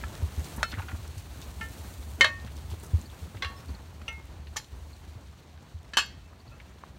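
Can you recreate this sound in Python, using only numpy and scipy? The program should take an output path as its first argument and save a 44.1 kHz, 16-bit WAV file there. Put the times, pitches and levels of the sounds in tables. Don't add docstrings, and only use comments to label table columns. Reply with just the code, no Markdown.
import sys
import numpy as np
from scipy import signal
from scipy.fft import rfft, irfft, next_fast_len
from scipy.io import wavfile
from scipy.ndimage import uniform_filter1d, map_coordinates

SR = 44100
rng = np.random.default_rng(int(sys.argv[2]) if len(sys.argv) > 2 else 0)


def linear_from_db(decibels):
    return 10 ** (np.asarray(decibels, float) / 20)


def wav_record(signal):
    frames = np.transpose(np.atleast_2d(signal))
    bounded = np.clip(frames, -1, 1)
    quanta = np.round(bounded * 32767).astype(np.int16)
    wavfile.write(sys.argv[1], SR, quanta)


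N = 307818


def unit(x):
    return x / np.sqrt(np.mean(x ** 2) + 1e-20)


def along(points, hz):
    f, v = np.transpose(points)
    return np.interp(np.log(hz + 1), np.log(f + 1), v)


def wobble(rate_hz):
    knots = rng.standard_normal(int(N * rate_hz / SR) + 4)
    return map_coordinates(knots, [np.arange(N) * rate_hz / SR])


def filtered(x, response):
    m = next_fast_len(x.shape[-1] + 4096)
    spectrum = rfft(x, m) * response(np.fft.rfftfreq(m, 1 / SR))
    return irfft(spectrum, m)[..., :x.shape[-1]]


def fading(t, t60_s, rise_s):
    return linear_from_db(-60 * t / max(t60_s, .003)) * (1 - np.exp(-t / max(rise_s, 1e-5)))


def add(track, s, sound):
    part = track[round(s * SR):][:len(sound)]
    part += sound[:len(part)]


def rush(spectrum, patchy_db):
    z = signal.stft(rng.standard_normal(N), nperseg=512)[2]
    field = uniform_filter1d(rng.standard_normal(z.shape), 12, 0)
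    field = uniform_filter1d(field, 6, 1)
    x = signal.istft(z * linear_from_db(patchy_db * unit(field)), nperseg=512)[1][:N]
    return unit(filtered(x, lambda hz: linear_from_db(along(spectrum, hz))))


def tyre():
    # t/s, tyre load/dB, brushed grass/dB
    drag = [(0, -40.5, -60.5), (.6, -41, -58.5), (1.2, -44.5, -62.5), (1.8, -42.5, -58.5), (2.2, -42, -60),
            (2.36, -45, -66), (2.8, -44, -62.5), (3.5, -44, -66.5), (4.35, -46, -72), (4.85, -48, -69),
            (5.5, -49.5, -76), (6.98, -47, -75.5)]
    # f/Hz, density/dB
    rumble_colour = [(25, -87), (45, -8), (75, 4), (98, -6.5), (113, -9), (156, -19.5), (220, -35.5),
                     (330, -100)]
    scrape_colour = [(76, -49), (130, -4), (208, -9.5), (460, -16.5), (941, -18), (2500, -29),
                     (3250, -33.5), (5500, -120)]
    hiss_colour = [(880, -25.5), (1500, -6.5), (4370, -1.5), (4970, -7), (6120, -4), (9280, -6),
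                   (10500, -11), (11500, -9.5)]
    start_m, leaves_m_per_s = 5.6, 1.05
    t = np.arange(N) / SR
    s, *cols = np.transpose(drag)
    rumble_db, fine_db = [np.interp(t, s, c) for c in cols]
    far_db = -20 * np.log10(1 + leaves_m_per_s / start_m * t)
    scrape_db = -51.5 + 0.67 * (rumble_db - rumble_db.mean()) + 0.53 * far_db
    hiss_db = -56.5 + 0.19 * (fine_db - fine_db.mean()) + 1.075 * far_db

    jolt = wobble(13)
    rumble = linear_from_db(rumble_db + 1.8 * wobble(9.5)) * rush(rumble_colour, patchy_db=-0.7)
    scrape_gain = linear_from_db(scrape_db + 1.0 + 0.99 * jolt + 1.38 * wobble(60))
    scrape = scrape_gain * rush(scrape_colour, patchy_db=1.2)
    crackle = linear_from_db(1.28 * rng.exponential(size=N // 64 + 1).repeat(64)[:N])
    grass = crackle * rush(hiss_colour, patchy_db=.4)
    fine = filtered(grass, lambda f: 1 / (1 + (6500 / (f + 1)) ** 6))
    flutter = linear_from_db(.7 * jolt + 1.1 * wobble(53))
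    hiss = flutter * (linear_from_db(hiss_db) * unit(grass - fine) + linear_from_db(fine_db + 3.0) * unit(fine))
    return rumble + scrape + hiss


def knocks():
    # t/s, peak/dB, f/Hz, cycles to -60 dB
    steel_touches = [(0.015, -37, 2210, 18), (.159, -44, 1200, 14), (.185, -40, 1600, 9),
                     (2.2089, -5, 1670, 11), (.63, -17, 1900, 13), (3.4238, -22, 2700, 10),
                     (5.9718, -13, 2200, 9), (1.4222, -36, 3600, 22), (3.584, -46, 2500, 14),
                     (2.2442, -9, 1700, 18), (3.4471, -22, 2500, 12), (4.5609, -29.5, 1190, 25),
                     (4.6445, -37, 3500, 7), (5.9859, -14.5, 1420, 12), (6.8371, -29, 1090, 13),
                     (3.0143, -33, 7060, 20), (5.5757, -48, 3800, 16), (6.785, -47, 3500, 17.5),
                     (1.609, -44, 2900, 30), (2.0288, -40, 3900, 18), (2.303, -42, 7000, 20),
                     (2.4, -35, 4000, 4), (3.1, -40, 3500, 30), (2.7017, -37, 3300, 5),
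                     (2.715, -38, 930, 10), (2.725, -40, 3100, 20), (2.744, -43, 3600, 20),
                     (2.465, -42, 2200, 14), (2.475, -42, 1600, 20), (4.6, -34, 1730, 12),
                     (4.2, -36, 1000, 4), (2.8, -34, 8500, 8), (2.864, -44, 6500, 12)]
    # t/s, peak/dB, f/Hz
    slack_links = [(.58, -37, 940), (.609, -38, 930), (.717, -40, 4300), (.722, -39, 3390),
                   (.726, -38, 1910), (.731, -33, 1470), (.74, -32, 1800), (.748, -38, 2100),
                   (.774, -36, 1500), (.785, -43, 1350), (.794, -36, 2300), (.803, -35, 880),
                   (.819, -38, 2500), (0.8842, -34, 1430), (.89, -39, 2600), (.917, -44, 1900),
                   (.946, -45, 950)]
    # t/s, peak/dB, f/Hz
    clods = [(.221, -38, 400), (.58, -32, 230), (.735, -32, 240), (.733, -38, 580), (.912, -42, 450),
             (1.61, -36, 220), (1.628, -39, 420), (2.217, -35, 200), (2.45, -34, 200), (2.562, -43, 220),
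             (2.735, -35, 380), (2.832, -39, 370), (2.836, -39, 210), (2.872, -45, 420), (2.985, -41, 200),
             (3.041, -39, 240), (3.345, -41, 400), (3.435, -43, 450), (3.691, -37, 260), (3.75, -43, 200),
             (3.945, -46, 200), (4.021, -41, 210), (4.562, -38, 420), (5.153, -42, 220), (5.934, -43, 200),
             (6.76, -45, 420)]
    touches = list(steel_touches)
    touches += [(*row, 30) for row in slack_links]
    touches += [(*row, 9) for row in clods]
    out, t = np.zeros(N), np.arange(SR // 20) / SR
    for s, db, hz, cycles in touches:
        add(out, s, linear_from_db(db + 0.5) * np.sin(2 * np.pi * hz * t) * fading(t, cycles / hz, .0001))
    return out


def link_rings():
    # t/s, level/dB, f/Hz, t60/s
    lone_links = [
        (.036, -38, 1330, .1),
        (.036, -37, 1733, .06),
        (.61, -41, 904, .08),
        (.82, -40, 1427, .09),
        (.886, -46, 1400, .3),
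        (.886, -49, 759, .3),
        (3.563, -53, 5303, .22),
        (6.516, -53, 1373, .19),
        (6.516, -55, 2616, .2),
        (6.516, -58, 2492, .1),
    ]
    # t/s, level/dB, f/Hz, t60/s
    clank_modes = [(5.9708, -13, 3045, .08), (2.2445, -24, 3260, .09), (2.209, -30, 4465, .1),
                   (2.209, -26, 1680, .08), (3.4225, -20, 2060, .035), (3.423, -32, 3200, .05),
                   (3.446, -33, 2153, .09), (5.972, -27, 1150, .06), (6.01, -47, 4600, .2),
                   (6.02, -38, 1640, .12), (3.424, -49, 5420, .1), (5.9715, -24, 1660, .08),
                   (5.978, -31, 2917, .15), (5.98, -31, 1480, .16), (5.984, -24, 2636, .14),
                   (5.986, -33, 2565, .2), (5.986, -32, 1690, .16), (5.994, -36, 2840, .25),
                   (6.002, -38, 6043, .08), (6.04, -46, 3045, .2), (6.057, -52, 6043, .15),
                   (4.566, -28, 6029, .05), (4.566, -40, 7149, .06), (4.567, -33, 4264, .05),
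                   (4.567, -37, 2183, .09), (4.573, -32, 1820, .035), (2.199, -44, 3040, .3)]
    # t/s, level/dB, f/Hz, t60/s
    more_clank_modes = [(2.209, -30, 3817, .12), (2.209, -35, 4587, .12), (2.245, -34, 619, .2),
                        (2.245, -39, 1432, .2), (2.245, -37, 1550, .2), (3.423, -42, 743, .1), (3.423, -32, 1825, .08),
                        (3.423, -39, 2546, .1), (3.423, -43, 3871, .1), (3.447, -41, 2762, .2), (3.447, -45, 1346, .2),
                        (3.447, -43, 1696, .2), (3.447, -53, 2632, .2), (3.447, -52, 4613, .2),
                        (4.566, -38, 4705, .09), (4.566, -37, 5265, .09), (4.566, -30, 7036, .06),
                        (4.566, -50, 11360, .13), (4.566, -54, 10034, .16), (4.566, -55, 11811, .17),
                        (5.971, -32, 7612, .1), (5.971, -36, 6412, .1), (5.971, -33, 3402, .1), (5.971, -37, 5814, .1),
                        (5.995, -37, 1836, .2), (6.06, -62, 4048, .5), (6.06, -62, 4194, .5), (6.25, -61, 2650, .25),
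                        (6.1, -63, 1927, .4)]
    out, t = np.zeros(N), np.arange(SR // 5) / SR
    for rows in (lone_links, clank_modes, more_clank_modes):
        for s, db, hz, t60_s in rows:
            add(out, s, linear_from_db(db) * np.sin(2 * np.pi * hz * t) * fading(t, t60_s, .002))
    return out


def jingles(count):
    when, size, pitch = rng.random((count, 3)).T
    s = when * N / SR
    level_db = -59 - 1.5 * s - 6 * size
    return list(zip(s, level_db, 3200 * 2 ** (2 * pitch - 1)))


def ticks():
    # t/s, rms/dB, f/Hz
    grit = [(0.152, -42, 5330), (0.395, -44, 6320), (0.444, -39, 5060), (1.076, -45, 5860),
            (2.448, -46, 3600), (2.567, -46, 4870), (3.0145, -52, 7450), (4.255, -54, 7980),
            (4.644, -52, 3600), (5.83, -58, 6920)]
    rattle = [(0.562, -46, 8900), (0.715, -44, 3540), (0.786, -47, 2650), (0.884, -48, 2500),
              (1.4225, -49, 3800), (2.576, -54, 3600), (2.712, -52, 3300), (2.863, -54, 6810),
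              (3.368, -49.5, 2370), (4.468, -52, 2640), (5.625, -64.5, 6130), (6.599, -48.5, 2130)]
    swish = [(1.175, -52.5, 5200), (2.7, -55.5, 5500), (2.83, -53, 8110)]
    buckle = [(0.725, -54, 3350), (3.057, -52.5, 4380), (3.422, -38, 3380), (3.684, -54.5, 4430),
              (3.748, -52, 4300), (4.081, -56.5, 8400), (4.081, -47, 5900), (4.93, -56.5, 4300),
              (6.058, -60, 11740), (6.4, -60, 4400), (6.476, -58, 4380)]
    taps = [(0.0362, -33.5, 1230), (0.795, -35, 1030), (0.916, -41, 1130), (0.949, -47, 810),
            (2.448, -43.5, 580), (2.738, -45.5, 530), (3.346, -43, 710), (4.016, -46, 1580),
            (5.576, -55, 1270), (6.329, -48, 841), (6.838, -50, 1060)]
    tumbles = [(0.578, -48, 935), (0.609, -56, 950), (0.722, -47, 1640), (0.733, -48, 1500),
               (0.778, -43, 1080), (0.815, -54, 1700), (0.884, -47.5, 1460), (1.041, -55.5, 1140),
               (2.47, -54.5, 1800), (2.833, -54, 950), (3.692, -65, 640)]
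    # spread as share of f, t60/s, rise/s
    rattle_kind = (0.27, 0.053, 0.0017)
    kinds = [(grit, (0.39, 0.0098, 0.00056)), (rattle, rattle_kind), (swish, (0.42, 0.14, 0.0024)),
             (buckle, (0.04, 0.043, 0.0016)), (taps, (0.37, 0.022, 0.0011)),
             (tumbles, (0.35, 0.15, 0.0033)), (jingles(count=40), rattle_kind)]
    out, t = np.zeros(N), np.arange(SR // 5) / SR
    for rows, (spread, t60_s, rise_s) in kinds:
        shape = fading(t, t60_s, rise_s)
        for s, db, hz in rows:
            bell = lambda f: np.exp(-(np.log((f + 1) / hz) / (2 * max(spread, .03))) ** 2)
            grains = linear_from_db(3 * rng.standard_normal(len(t) // 90 + 1).repeat(90)[:len(t)])
            puff = shape * filtered(grains * rng.standard_normal(len(t)), bell)
            add(out, s, linear_from_db(db + 6.0) * puff * np.linalg.norm(shape) / np.linalg.norm(puff))
    return out


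def hooves():
    # t/s, level/dB, f/Hz
    flat = [(0.222, -25, 79.7), (0.989, -36, 93), (1.476, -41, 63), (1.842, -47, 83), (2.932, -19.5, 81.4),
            (3.089, -46, 68.5), (3.217, -40.5, 77.5), (3.448, -38, 72.7), (3.697, -34.5, 73),
            (4.272, -49, 71.5), (4.721, -38.5, 72.5), (5.076, -42, 75.7), (5.148, -45, 96),
            (5.739, -38, 81.4), (6.097, -47, 75), (6.477, -46.5, 102.4)]
    toe = [(0.039, -35, 57.4), (0.373, -28.5, 74), (0.576, -36.5, 67), (0.729, -41, 58.6),
           (0.772, -31, 85.6), (0.928, -31, 77), (1.165, -37, 86), (1.985, -41, 75.5), (2.438, -41, 115),
           (2.714, -34.5, 87), (3.348, -39, 93)]
    out, t = np.zeros(N), np.arange(SR // 3) / SR
    swell = fading(t, 0.086, 0.016) * (1 - np.exp(-t / 0.013))
    for rows, slap_db in [(flat, -15), (toe, -4)]:
        for s, db, hz in rows:
            cycles = hz * (t + 0.004 * (1 - np.exp(-t / 0.0038)))
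            ring = np.sin(2 * np.pi * cycles) * swell / swell.max()
            slap = filtered(rng.standard_normal(len(t)), lambda f: np.exp(-np.log((f + 1) / 280) ** 2 / 0.18))
            slap = linear_from_db(slap_db - 4.0) * unit(slap) * fading(t, 0.093, 0.0052)
            add(out, s, linear_from_db(db) * (1.76 * ring + slap))
    return out


def shiver(t):
    rate_hz, depth_db = 45, 1.5
    knots = rng.standard_normal(int(t[-1] * rate_hz) + 2)
    knots[0] = 0
    return linear_from_db(depth_db * np.interp(t * rate_hz, np.arange(len(knots)), knots))


def bar_ring(t, modes, onset_s, free_s):
    ring = np.zeros(len(t))
    for k, (hz, db, t60_s) in enumerate(modes):
        sign = (-1) ** k
        ring += sign * linear_from_db(db - 2.2) * np.sin(2 * np.pi * hz * t) * fading(t, t60_s, onset_s) * shiver(t)
    return ring * linear_from_db(-400 * np.maximum(t - free_s, 0))


def clustered(modes, f, width_hz, valley_db):
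    return linear_from_db(valley_db) + sum(1 / (1 + ((f - hz) / width_hz) ** 2) for hz, _, _ in modes)


def clatter(t, modes, tone, t60_s, onset_s):
    colour = lambda f: linear_from_db(along(tone, f)) * clustered(modes, f, width_hz=50, valley_db=-5)
    noise = unit(filtered(rng.standard_normal(len(t)), colour))
    bright = filtered(noise, lambda f: f / np.hypot(f, 5000))
    dull = (noise - bright) * fading(t, t60_s, onset_s)
    crack = 1.5 * noise * fading(t, 0.012, onset_s / 5)
    return dull + bright * fading(t, .8 * t60_s, onset_s / 2) + crack


def swarm(t, tone, t60_s, count):
    pitch, size, life = rng.random((3, count, 1))
    hz = 1200 * 6 ** pitch
    gain = linear_from_db(along(tone, hz) - 10 * size) * np.sqrt(hz)
    rings = gain * np.sin(2 * np.pi * (hz * t + size)) * fading(t / (.5 + life), t60_s, 0)
    return rings.sum(axis=0) / np.sqrt(np.sum(gain ** 2) / 2)


def bars():
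    # f/Hz, level/dB, t60/s
    ring_1 = [(1346, -44.8, 0.23), (1390, -21, 0.055), (1408, -44.9, 0.12), (1782, -32.4, 0.13),
              (2156, -49.7, 0.58), (2624, -37.4, 0.21), (3047, -44.7, 0.33), (3803, -48.3, 0.24),
              (4212, -53.1, 0.41), (4272, -43, 0.83), (5400, -43, 0.13)]
    ring_2 = [(883, -36, 0.12), (1357, -34, 0.17), (1408, -48.8, 0.42), (1785, -29, 0.2), (2148, -37, 0.2),
              (2476, -39.8, 0.12), (2800, -42.2, 0.12), (3031, -45.5, 0.23)]
    ring_3 = [(545, -31, 0.15), (1112, -27.9, 0.42), (1179, -24.5, 0.1), (1830, -14.5, 0.69),
              (2151, -6.1, 0.08), (2619, -26.9, 0.2), (3040, -12, 0.11), (3257, -21.7, 0.14),
              (3701, -22.0, 0.1), (4054, -23.5, 0.08), (4261, -24.3, 0.23), (5214, -36, 0.09),
              (6072, -33.4, 0.1), (7639, -39, 0.14)]
    ring_3_bounce = [(557, -34.1, 0.24), (934, -36.7, 0.22), (1115, -32, 0.36), (1184, -44.3, 0.23),
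                     (1682, -26, 0.16), (1833, -26, 0.5), (2151, -20, 0.14), (2557, -39, 0.38),
                     (2627, -25, 0.14), (3036, -24, 0.14), (3709, -26.7, 0.11), (3828, -20.4, 0.07),
                     (4266, -28, 0.17), (4476, -28.8, 0.12)]
    ring_4 = [(1114, -32.5, 0.45), (1577, -33.0, 0.13), (1766, -40.0, 0.22), (1833, -43, 0.5),
              (2153, -30, 0.2), (2762, -48, 0.3), (3055, -52, 0.3), (3262, -44.0, 0.4), (3418, -34, 0.09),
              (4046, -44, 0.4), (4264, -42, 0.33), (6024, -45, 0.2)]
    ring_5 = [(904, -47.0, 0.42), (1359, -37, 0.16), (1822, -41.5, 0.17), (2151, -37, 0.55),
              (2624, -37.7, 0.22), (2821, -56.4, 0.3), (6030, -50, 0.2)]
    ring_6 = [(870, -32, 0.08), (1104, -52, 0.2), (1760, -29, 0.05), (2183, -43.5, 0.14),
              (3219, -40.6, 0.11), (4046, -46.8, 0.3), (4274, -48, 0.3), (5290, -52, 0.19),
              (5817, -46.1, 0.15), (6029, -50, 0.35), (6700, -57, 0.2), (7149, -45.7, 0.21),
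              (10900, -58, 0.2), (13100, -56, 0.12)]
    ring_7 = [(1666, -35.9, 0.06), (1782, -38.8, 0.07), (2622, -39.6, 0.14), (3033, -39.8, 0.29),
              (3822, -33.8, 0.04), (4274, -40.8, 0.1), (4740, -38.8, 0.05), (5822, -52.3, 0.16)]
    ring_8 = [(907, -47, 0.25), (1150, -25, 0.16), (1553, -33, 0.25), (1710, -27, 0.1), (1841, -55, 0.9),
              (2155, -39, 0.38), (2568, -30, 0.15), (2580, -54, 0.9), (2641, -27, 0.08), (2850, -26, 0.15),
              (3033, -32, 0.09), (3055, -42, 0.32), (3262, -31, 0.36),
              (3712, -36, 0.3), (3806, -33.8, 0.17), (4268, -22, 0.17), (4280, -42, .38),
                   (4484, -31, 0.26), (4600, -36.8, 0.28), (5006, -37, 0.25), (5346, -27.5, 0.13),
                   (5367, -43, 0.38), (6043, -36, 0.27), (6300, -26, 0.08), (6885, -40.7, 0.24),
                   (7410, -29, 0.19)]
    # f/Hz, density/dB
    tone_1 = [(240, -43), (600, -6), (1100, -13), (1400, 1), (2020, -12), (6740, -18), (16000, -37)]
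    tone_2 = [(240, -58), (400, -19), (1790, -7), (3370, -7), (16000, -31)]
    tone_3 = [(150, -52.5), (250, -17), (550, -13), (1800, -7), (3500, -11), (5000, -17), (6500, -15),
              (16000, -45.5)]
    tone_4 = [(240, -51), (400, -15), (2120, -15), (2320, -18), (3370, -14.5), (16000, -48)]
    tone_5 = [(240, -43), (400, -7), (1990, -19), (2880, -0.5), (3690, -13), (16000, -48)]
    tone_6 = [(240, -45.5), (400, -18), (1000, -11), (2800, -10), (7000, -8.5), (9000, -15), (11500, -21),
              (16000, -25.5)]
    tone_7 = [(240, -49.5), (1200, -7), (3070, -15), (8630, -25), (16000, -66)]
    tone_8 = [(120, -44), (220, -7), (600, -11), (1600, -4), (2050, -12), (2900, -9), (7700, -12.5),
              (11500, -18), (16000, -33)]
    # t/s, peak/dB, clatter t60/s
    blows_1 = [
        (0.63, -0.5, 0.065),
    ]
    blows_2 = [
        (1.61, -22.5, 0.09),
    ]
    blows_3 = [
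        (2.209, 0.91, 0.099),
    ]
    blows_3_bounce = [
        (2.2443, -4, 0.135),
    ]
    blows_4 = [
        (3.423, -14.5, 0.18),
        (3.447, -17.5, 0.12),
    ]
    blows_5 = [
        (4.0804, -14.5, 0.097),
    ]
    blows_6 = [
        (4.562, -22, 0.087),
        (4.566, -11, 0.088),
        (4.571, -22, 0.16),
    ]
    blows_7 = [
        (5.935, -20.5, 0.15),
    ]
    blows_8 = [
        (5.97, -4, 0.17),
        (5.986, -13, 0.175),
    ]
    free_times_s = [.09, .09, .2, .18, .2, .12, .1, .2, .32]
    onsets_s = [.0005, .003, .0005, .0005, .001, .003, .003, .001, .0015]
    clanks = [(ring_1, tone_1, blows_1), (ring_2, tone_2, blows_2), (ring_3, tone_3, blows_3),
              (ring_3_bounce, tone_3, blows_3_bounce), (ring_4, tone_4, blows_4), (ring_5, tone_5, blows_5),
              (ring_6, tone_6, blows_6), (ring_7, tone_7, blows_7), (ring_8, tone_8, blows_8)]
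    out, t = np.zeros(N), np.arange(SR // 2) / SR
    starts = [max(blows, key=lambda blow: blow[1])[0] for _, _, blows in clanks]
    ends = starts[1:] + [N / SR]
    for (modes, tone, blows), start, end, free_s, onset_s in zip(clanks, starts, ends, free_times_s, onsets_s):
        ring = bar_ring(t, modes, onset_s, free_s)
        add(out, start, ring * (t < end - start))
        for s, db, t60_s in blows:
            add(out, s, linear_from_db(db - 18.5) * clatter(t, modes, tone, t60_s, onset_s))
            links = linear_from_db(-13) * swarm(t[:SR // 4], tone, 1.3 * t60_s, count=60)
            add(out, s, linear_from_db(db - 17.5) * links)
    return out


def yard(x):
    # f/Hz, t60/s
    decay = [(300, .35), (3000, .55), (10000, .25)]
    hz, t, z = signal.stft(rng.standard_normal(SR // 2), SR, nperseg=256)
    tail = signal.istft(z * linear_from_db(-60 * t / along(decay, hz)[:, None]), SR, nperseg=256)[1]
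    late = np.pad(x, (700, 0))
    return signal.fftconvolve(late, tail / np.linalg.norm(tail))[:N]


def scene():
    drag = tyre()
    steel = knocks() + link_rings() + ticks() + bars()
    echo = linear_from_db(-32) * yard(steel)
    return (steel + echo + hooves() + drag)[None]


def top_cut(x):
    return signal.sosfilt(signal.butter(12, 16500, fs=SR, output="sos"), x)


def record(dry):
    soft = dry / (1 + np.abs(dry / .8) ** 4) ** (1 / 4)
    mix = filtered(soft, lambda hz: hz < 15830)
    return top_cut(mix)


dry = scene()
out = record(dry)
wav_record(out)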